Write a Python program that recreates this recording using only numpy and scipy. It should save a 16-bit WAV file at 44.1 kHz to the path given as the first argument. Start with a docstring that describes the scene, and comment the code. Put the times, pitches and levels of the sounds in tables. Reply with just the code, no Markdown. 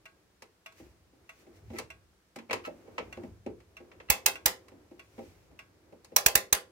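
"""A pendulum wall clock is wound with a key, close by in a small room.
From the start the escapement ticks, about every 0.6 s. Over the first three seconds the steel key clacks
and scrapes onto its arbor, while the hand bumps the wooden case and a sleeve rustles. Just after 4 s a first
turn lets the pawl snap over three ratchet teeth, and just after 6 s a second turn over four more;
each impact excites the modes of the pawl spring, the brass movement and the case."""
import sys
import numpy as np
from scipy import signal
from scipy.fft import rfft, irfft, next_fast_len
from scipy.io import wavfile
from scipy.ndimage import map_coordinates

SR = 44100
rng = np.random.default_rng(int(sys.argv[2]) if len(sys.argv) > 2 else 0)


def unload_wav(signal):
    """Save mono or channel-first audio to the path in sys.argv[1] as 16-bit WAV at rate SR, clipped to [-1, 1]."""
    wavfile.write(
        sys.argv[1],
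        SR,
        np.round(np.clip(np.atleast_2d(signal).T, -1, 1) * 32767).astype(np.int16),
    )


N = 295911
TIME = np.arange(N) / SR
RING_SIZE = SR // 2
AGE = np.arange(RING_SIZE) / SR  # time since an impact, t/s


# the pawl drops off a tooth: t/s, relative levels of snap/dB, thump/dB and spring/dB, hardness/dB
PAWL_DROPS = [(4.099, -12.5, -26, -30.5, -1.5), (4.259, -15.5, -57.5, -29, 7),
              (4.4566, -12.5, -32.5, -43, 1.5), (6.161, -13, -65, -42, 4), (6.26, -11, -29.5, -34.5, 4),
              (6.3519, -10, -31, -36, -0.5), (6.5251, -13, -33.5, -41.5, 2.5)]
# spectrum of the snap: f/Hz, level/dB
SNAP_SPECTRUM = [(100, -14.5), (400, -11), (900, -1.5), (1500, -2.5), (2600, 1), (3100, -3.5), (5200, 0),
                 (6500, 1), (8000, -2), (10000, -5), (11700, 3), (12700, 0), (14500, 2.5), (15700, 2)]
# spectrum of the case's response to the snap: f/Hz, level/dB
CASE_SPECTRUM = [(60, -31), (200, -11), (300, -16), (450, -3.5), (800, -1.5), (1400, -5.5), (2000, -2),
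                 (2600, -6.5), (3000, -6.5), (3600, -6.5), (6000, -6), (10000, -10), (13500, -8),
                 (16000, -20)]
# stereo balance of the pawl: f/Hz, left minus right level/dB
PAWL_BALANCE = [(300, -2), (2500, 1), (4000, -2.5), (6000, 0), (9500, -6.5), (12500, -3), (15500, -13.5)]
# modes of the brass movement: f/Hz, level/dB, T60/s
MOVEMENT_MODES = [(389, -9, .4), (490, -5, .35), (530, -5, .38), (648, -5, .25), (812, 2.5, .2),
                  (834, -4, .2), (1029, -1, .25), (1190, -4, .18), (1405, -4, .22), (1823, -3, .15),
                  (2012, -3, .13), (2135, -2, .13), (2385, -3, .16), (2471, -3, .16), (3731, -4, .11),
                  (4204, -3, .11), (5367, -1, .07), (5818, -1, .06), (6310, -1, .07), (6820, -2, .09),
                  (7660, -2, .06), (8960, -2, .06), (13620, 3, .05)]
# modes of the pawl spring: f/Hz, level/dB, T60/s
SPRING_MODES = [(2565, -2, .15), (2611, 0, .19), (2680, -4, .11), (2770, -1, .14)]
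def ratchet(variation=0.89, snap_t60=0.023, snap_gain_db=15.5, case_db=-23.5, wall_delay_s=0.021):
    """Impact excitation: the pawl slaps the same wheel at each tooth, ringing spring, movement and case."""
    track = np.zeros((2, N))
    wheel, case = noise(SNAP_SPECTRUM, PAWL_BALANCE), noise(CASE_SPECTRUM, PAWL_BALANCE)
    # the blow spreads through the plates for a few milliseconds, then drains into the case
    envelope = rise(.0024) ** 2 * decay(snap_t60)
    for t, snap_db, thump_db, spring_db, hardness_db in PAWL_DROPS:
        contact = unit(wheel + variation * noise(SNAP_SPECTRUM, PAWL_BALANCE))
        snap = amp(snap_db + snap_gain_db) * contact * envelope
        snap = chatter(resonance(snap, hz=5300, q=1, db=hardness_db), spread_s=.0016, rebound=.42)
        body = unit(case + variation * noise(CASE_SPECTRUM, PAWL_BALANCE))
        body = chatter(reverberation(body, attack_s=.004), spread_s=.002, rebound=.35)
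        body += amp(-13.5) * ring(MOVEMENT_MODES, scatter_db=1)
        spring = ring(SPRING_MODES, scatter_db=5)
        add(track, t, snap + amp(case_db) * body + amp(thump_db) * thump() + amp(spring_db) * spring)
        add(track, t + wall_delay_s, amp(-18) * snap)  # reflection from a wall
    return track


def thump(hz=55, t60=0.063, jolt_db=30, jolt_t60=0.0056):
    """Damped oscillation: a jolt and a low swing under the snap, mostly on the right."""
    swing = np.cos(2 * np.pi * hz * AGE) * decay(t60)
    jolt = amp(jolt_db) * decay(jolt_t60)
    highpass = signal.butter(N=4, Wn=44, btype="high", fs=SR, output="sos")
    return signal.sosfilt(highpass, (swing + jolt) * rise(.003)) * amp([[-17], [5]])


# the key hits the arbor: t/s, level/dB, relative level of the bright edge/dB
KEY_CLACKS = [(0.422, -44.5, -2.5), (0.723, -59, 0), (1.786, -31, -2), (1.796, -43, 1), (2.36, -41, -3),
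              (2.387, -42, -11), (2.509, -27, -27), (2.53, -22.5, -7), (2.981, -28, -26), (3.603, -56, -9),
              (3.916, -48.5, -27), (4.001, -44, -37.5), (4.683, -51.5, -4), (6.046, -53, 4.5)]
def key_clacks(case_db=-4, case_hz=470):
    """Mechanical coupling: each clack of the key on its arbor also drives the case."""
    track = np.zeros((2, N))
    for t, db, edge_db in KEY_CLACKS:
        add(track, t - .0015, amp(db) * (steel(edge_db) + amp(case_db) * wood(case_hz)))
    return track


# spectrum of a steel contact: f/Hz, level/dB
STEEL_SPECTRUM = [(300, -19), (700, -2.5), (1000, 3), (1400, -6.5), (2100, -0.5), (2650, -3), (3050, -7),
                  (4200, -17), (6000, -18), (12000, -45.5)]
# spectrum of the bright edge of a hard contact: f/Hz, level/dB
EDGE_SPECTRUM = [(2000, -59), (4000, 4), (6000, 1), (9000, -2), (14500, -10.5), (16000, -13)]
# modes of the key on its arbor: f/Hz, level/dB, T60/s
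KEY_MODES = [(1034, -7, 0.15), (1313, -1, 0.13), (1650, -16, 0.11), (1987, -1, 0.096), (2243, -2.5, 0.12),
             (2630, -5, 0.14), (2690, -7.5, 0.15), (3070, -13.5, .12), (3960, -7, 0.082),
             (4260, -11.5, 0.1)]
def steel(edge_db, ring_db=-15, edge_gain_db=1):
    """Hard impact: brief contact of steel on steel gives a clack, a bright edge and the key's ring."""
    modes = ring(KEY_MODES, scatter_db=4)
    clack = impact(STEEL_SPECTRUM, attack_s=0.0022, t60=0.056, room_db=-12)
    edge = impact(EDGE_SPECTRUM, attack_s=0.0018, t60=0.043, room_db=-16.5)
    return clack + amp(ring_db) * modes + amp(edge_db + edge_gain_db) * edge


# the key slides on the arbor: start t/s, end t/s, level/dB, rasp f/Hz
KEY_SLIDES = [(1.736, 1.8, -52, 2000), (2.497, 2.506, -40.5, 2270), (2.636, 2.671, -43.5, 1620),
              (2.977, 3.015, -48.5, 2250), (4.078, 4.14, -44.5, 2700)]
def key_scrapes(slips_per_s=420, ring_db=-17):
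    """Stick-slip friction: sliding steel catches and lets go at random, each slip ringing the key."""
    track = np.zeros((2, N))
    for start, end, db, rasp_hz in KEY_SLIDES:
        size = max(round((end - start) * SR), SR // 100)
        slipping = rng.random(size) < slips_per_s / SR
        slips = slipping * rng.standard_normal(size) * signal.windows.hann(size) ** .5
        contact = impact(STEEL_SPECTRUM, attack_s=.0005, t60=0.0087, room_db=-22)
        contact += amp(ring_db) * ring(KEY_MODES, scatter_db=5)
        rasp = signal.fftconvolve(slips[None], resonance(contact, rasp_hz, q=14, db=9), axes=1)
        add(track, start, amp(db) * rasp / (rasp[:, :size].std() + 1e-9))
    return track


# the hand bumps the case: t/s, level/dB, struck panel f/Hz
CASE_BUMPS = [(0.799, -42, 325), (1.131, -54, 305), (1.467, -45.5, 360), (1.702, -36, 231),
              (1.735, -33.5, 356), (2.361, -34.5, 246), (2.492, -35, 465), (2.672, -30, 570),
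              (2.875, -41.5, 460), (2.991, -32.5, 549), (3.172, -31.5, 334), (3.235, -33, 210),
              (3.463, -27, 403), (3.802, -41.5, 350), (4.718, -43.5, 296), (4.912, -43, 337),
              (5.18, -35.5, 260), (5.19, -33, 488), (5.512, -49.5, 265), (5.924, -41.5, 480),
              (6.119, -42, 490)]
def case_knocks(rattle_db=-17.5):
    """Structure-borne vibration: each soft bump on the case also rattles the key a little."""
    track = np.zeros((2, N))
    for t, db, panel_hz in CASE_BUMPS:
        add(track, t - .0015, amp(db) * (wood(panel_hz) + amp(rattle_db) * steel(edge_db=-13)))
    return track


# spectrum of a thud on wood: f/Hz, level/dB
WOOD_SPECTRUM = [(40, -40.5), (85, -10), (135, -20), (180, -10.5), (230, 4), (280, 0.5), (380, 0),
                 (500, -1), (640, -12), (880, -5), (1200, -23.5), (3000, -65)]
# modes of the wooden case: f/Hz, level/dB, T60/s
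PANEL_MODES = [(101, -9.5, 0.36), (176.6, -7.5, 0.35), (229.5, -2.5, 0.25), (272.7, -4, 0.24),
               (326, -6.5, 0.38), (352.8, -4.5, 0.34), (394.5, -6, 0.12), (438.3, -4, 0.15),
               (506.7, 5.5, 0.06), (527, 2.5, 0.12), (585, -2.5, 0.15), (637, -0.5, 0.15), (794, 1.5, 0.13)]
def wood(panel_hz, thud_db=-10, panels_db=-17):
    """Panel resonance: the point where the hollow case is pushed decides which panel responds most."""
    panels = ring(PANEL_MODES, scatter_db=4) * rise(.005)
    thud = impact(WOOD_SPECTRUM, attack_s=0.0037, t60=0.042, room_db=-6)
    return resonance(amp(thud_db) * thud + amp(panels_db) * panels, panel_hz, q=5, db=11)


# beats of the escapement: t/s, level/dB
ESCAPEMENT_BEATS = [(0.0557, -45.5), (0.6610, -41), (1.2925, -44.5), (1.9028, -42.5), (2.509, -35.5),
                    (3.1266, -42), (3.768, -46), (4.356, -40), (4.9945, -46), (5.591, -43.5)]
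# spectrum of a tooth meeting the anchor: f/Hz, level/dB
TICK_SPECTRUM = [(300, -31), (700, -6.5), (1200, -8), (1500, -1.5), (1750, -16.5), (2000, 1.5), (2750, 2.5),
                 (3050, -14), (3400, -10.5), (5000, -20.5), (12000, -29)]
# modes of the anchor and escape wheel: f/Hz, level/dB, T60/s
ANCHOR_MODES = [(651.3, -9.5, 0.19), (1108, -10.5, 0.24), (1276, -15, 0.19), (1480, -11.5, 0.21),
                (1620, -14, 0.32), (1940, -6, 0.11), (2130, -6.5, 0.088), (2361, -8.5, 0.14),
                (2720, 5, .07), (2785, -1.5, 0.081), (3420, -15, 0.2), (3860, -20, 0.069),
                (4790, -26, 0.039), (5600, -11, 0.07), (6140, -11.5, 0.065), (8320, -12, 0.034),
                (11840, -9, 0.024), (14800, -15, .04)]
def escapement(contact_db=-1, modes_db=-6, edge_db=-7):
    """Periodic impact: at each swing of the pendulum the anchor stops a tooth, and both ring."""
    track = np.zeros((2, N))
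    for t, db in ESCAPEMENT_BEATS:
        contact = amp(contact_db) * impact(TICK_SPECTRUM, attack_s=.0014, t60=.06, room_db=-10)
        modes = amp(modes_db) * ring(ANCHOR_MODES, scatter_db=6.5)
        edge = amp(edge_db) * impact(EDGE_SPECTRUM, attack_s=0.0028, t60=0.034, room_db=-14)
        add(track, t - .001, amp(db) * (contact + modes + chatter(edge, spread_s=0.00074, rebound=.5)))
    return track


# how hard the hand works the key: t/s, rubbing level/dB
GRIP_LEVELS = [(0, -72), (0.65, -74), (0.85, -64.5), (1.08, -73), (1.55, -63), (1.78, -68.5), (2.05, -72),
               (2.33, -74.5), (2.56, -60), (3.25, -56.5), (3.42, -68), (3.75, -67), (4.3, -59.5),
               (4.85, -65), (5.08, -65.5), (6.05, -67.5), (6.33, -57.5), (6.71, -67)]
# spectrum of the hand rubbing the key: f/Hz, level/dB
RUBBING_SPECTRUM = [(80, -33), (180, -6.5), (330, 3.5), (520, -2), (800, -8.5), (1500, -15.5),
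                    (2600, -24.5), (4000, -45)]
def hand():
    """Friction noise: a firmer grip rubs the key, shakes the case and stirs the sleeve more."""
    grip_db = np.interp(TIME, *np.transpose(GRIP_LEVELS))
    tremor = wobble(knots_per_s=14)
    rumble = case_rumble(grip_db, tremor)
    rubbing = amp(grip_db + 1.4 * tremor) * steady_noise(RUBBING_SPECTRUM)
    return rumble + rubbing + sleeve(grip_db)


# the case rocks on the wall: peak t/s, rise/s, fall/s, level/dB
CASE_ROCKS = [(0.83, 0.094, 0.56, -59.5), (1.68, 0.12, 0.46, -52), (3.03, 0.22, 0.18, -66),
              (3.3, 0.31, 0.55, -52), (5.35, 0.64, 0.79, -61)]
# spectrum of the shaken case: f/Hz, level/dB
RUMBLE_SPECTRUM = [(20, -37.5), (40, -22), (58, 1), (105, 2), (135, -6), (250, -21), (600, -60.5)]
def case_rumble(grip_db, tremor, coupling_db=-5):
    """Forced vibration: the grip shakes the case and larger moves rock it; the two add in power."""
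    drive = np.hypot(amp(grip_db + coupling_db), swells(CASE_ROCKS))
    return drive * amp(1.5 * tremor) * steady_noise(RUMBLE_SPECTRUM)


# sleeve and skin brush along: peak t/s, rise/s, fall/s, relative level/dB
SLEEVE_BRUSHES = [(0.79, 0.091, 0.17, -58.5), (1.41, 0.24, 0.09, -63.5), (1.57, 0.078, 0.05, -63.5),
                  (1.785, 0.11, 0.067, -51.5), (2.658, 0.021, 0.044, -49), (5.24, 0.35, 0.33, -61)]
# spectrum of rustling cloth: f/Hz, level/dB
SLEEVE_SPECTRUM = [(300, -20), (1000, -2.5), (2300, 8), (3500, -0.5), (6000, 1.5), (9000, -5.5),
                   (15000, -6)]
def sleeve(grip_db, cloth_db=-13, brush_db=-2):
    """Sliding friction: cloth gives a broadband rustle that follows the grip and swells at each brush."""
    drive = np.hypot(amp(grip_db + cloth_db), amp(brush_db) * swells(SLEEVE_BRUSHES))
    return drive * amp(0.64 * wobble(knots_per_s=40)) * steady_noise(SLEEVE_SPECTRUM)


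# spectrum of the quiet room: f/Hz, level/dB
ROOM_SPECTRUM = [(15, -61.5), (25, -22), (43, -10), (64, -5.5), (127, -15), (190, -5.5), (229, -25),
                 (1330, -17.5), (2990, -23), (5280, -24), (16000, -33.5)]
def room_hush(db=-71):
    """Ambient noise: a faint, stationary floor, strongest in the bass."""
    return amp(db) * steady_noise(ROOM_SPECTRUM)


# decay times of case and room: f/Hz, T60/s
DECAY_TIMES = [(100, 0.16), (300, 0.35), (700, 0.24), (1900, 0.22), (4800, 0.21), (12800, 0.16)]
def reverberation(x, attack_s):
    """Frequency-dependent damping: the dense modes of case and room fade, each band at its own rate."""
    hz, t, spectra = signal.stft(x, SR, nperseg=256)
    damping = amp(-60 * t / along(DECAY_TIMES, hz)[:, None])
    return signal.istft(spectra * damping, SR, nperseg=256)[1][:, :RING_SIZE] * rise(attack_s)


# likeness of left and right: f/Hz, correlation (-1 to 1)
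STEREO_CORRELATION = [(100, 0.94), (250, 0.78), (550, .6), (1100, 0.16), (3000, -0.057)]
def stereo_angle(hz):
    """Spatial coherence: the angle/rad whose cosine is the left-right correlation, high in the bass."""
    return np.arccos(np.clip(along(STEREO_CORRELATION, hz), -1, 1))


def noise(spectrum, balance=None, size=RING_SIZE):
    """Spectral shaping: stereo noise of rms 1, mixed from independent mid and side parts."""
    hz = np.fft.rfftfreq(size, 1 / SR)
    angle = stereo_angle(hz) / 2
    shaped = rfft(rng.standard_normal((2, size))) * amp(along(spectrum, hz))
    mid, side = shaped * [np.cos(angle), np.sin(angle)]
    tilt = amp(along(balance, hz) / 2) if balance else 1
    return unit(irfft([(mid + side) * tilt, (mid - side) / tilt], size))


def steady_noise(spectrum):
    """Stationary noise that lasts the whole scene."""
    return noise(spectrum, size=next_fast_len(N))[:, :N]


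def impact(spectrum, attack_s, t60, room_db):
    """Direct and reverberant sound: a short contact, then the response of case and room."""
    direct = noise(spectrum) * rise(attack_s) * decay(t60)
    return direct + amp(room_db) * reverberation(noise(spectrum), 2 * attack_s)


def ring(modes, scatter_db):
    """Modal superposition: damped sines of scattered strength, the higher ones out of step in stereo."""
    hz, db, t60 = np.transpose(modes)[:, :, None]
    level_db = db + scatter_db * rng.uniform(-0.37, 1, (2, len(modes), 1))
    lag = stereo_angle(hz) * rng.choice([-1, 1], hz.shape)
    phase = rng.uniform(0, 2 * np.pi, hz.shape) + np.array([0 * lag, lag])
    partials = amp(level_db) * decay(t60) * np.sin(2 * np.pi * hz * AGE + phase)
    return partials.sum(1) * rise(0.00083)


def chatter(x, spread_s, rebound, count=3):
    """Comb filtering: hard parts rebound within moments, which colours each strike differently."""
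    delays = np.round(rng.random(count) * spread_s * SR).astype(int) + 4
    strengths = rng.choice([-1, 1], count) * rebound
    contacts = np.bincount(np.r_[0, delays], np.r_[1, strengths])
    return signal.fftconvolve(x, contacts[None] / np.linalg.norm(contacts), axes=1)[:, :RING_SIZE]


def resonance(x, hz, q, db):
    """A second-order resonator lifts or cuts the band around hz."""
    b, a = signal.iirpeak(np.clip(hz, 100, SR / 3), q, fs=SR)
    return x + (amp(db) - 1) * signal.lfilter(b, a, x)


def swells(rows, depth_db=20):
    """Exponential growth and decay: the gain moves by depth_db over each rise and fall time."""
    return sum(amp(db - depth_db * np.maximum((t - TIME) / up, (TIME - t) / down))
               for t, up, down, db in rows)


def wobble(knots_per_s):
    """Random modulation: a smooth curve through Gaussian knots."""
    return map_coordinates(rng.standard_normal(400), [TIME * knots_per_s], mode="wrap")


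def rise(attack_s):
    """Gaussian onset from 0 to 1."""
    return 1 - np.exp(-(AGE / attack_s) ** 2)


def decay(t60):
    """Exponential decay by 60 dB in t60 seconds."""
    return amp(-60 * AGE / t60)


def amp(db):
    """Level in decibels to amplitude ratio."""
    return 10 ** (np.asarray(db) / 20)


def unit(x):
    """Normalisation to rms 1."""
    return x / np.sqrt(np.mean(x ** 2) + 1e-20)


def along(points, hz):
    """Interpolation of (f/Hz, value) points on a logarithmic frequency axis."""
    f, values = np.transpose(points)
    return np.interp(np.log(hz + 1), np.log(f), values)


def add(track, t, sound):
    """Superposition of a stereo sound on the track at t seconds."""
    part = track[:, max(round(t * SR), 0):][:, :sound.shape[1]]
    part += sound[:, :part.shape[1]]


def scene():
    """Linear superposition of clock, key and hand over the hush of the room."""
    return ratchet() + escapement() + key_clacks() + case_knocks() + key_scrapes() + hand() + room_hush()


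def record(dry, top_hz=16450, taper_hz=900):
    """Clipping and band limiting: the sound is held to full scale and tapers to silence at top_hz."""
    size = next_fast_len(N + SR // 2)
    ramp = np.clip((top_hz - np.fft.rfftfreq(size, 1 / SR)) / taper_hz, 0, 1)
    lowpass = np.sin(np.pi / 2 * ramp) ** 2
    return irfft(rfft(np.clip(dry, -1, 1), size) * lowpass, size)[:, :N]


dry = scene()
out = record(dry)
unload_wav(out)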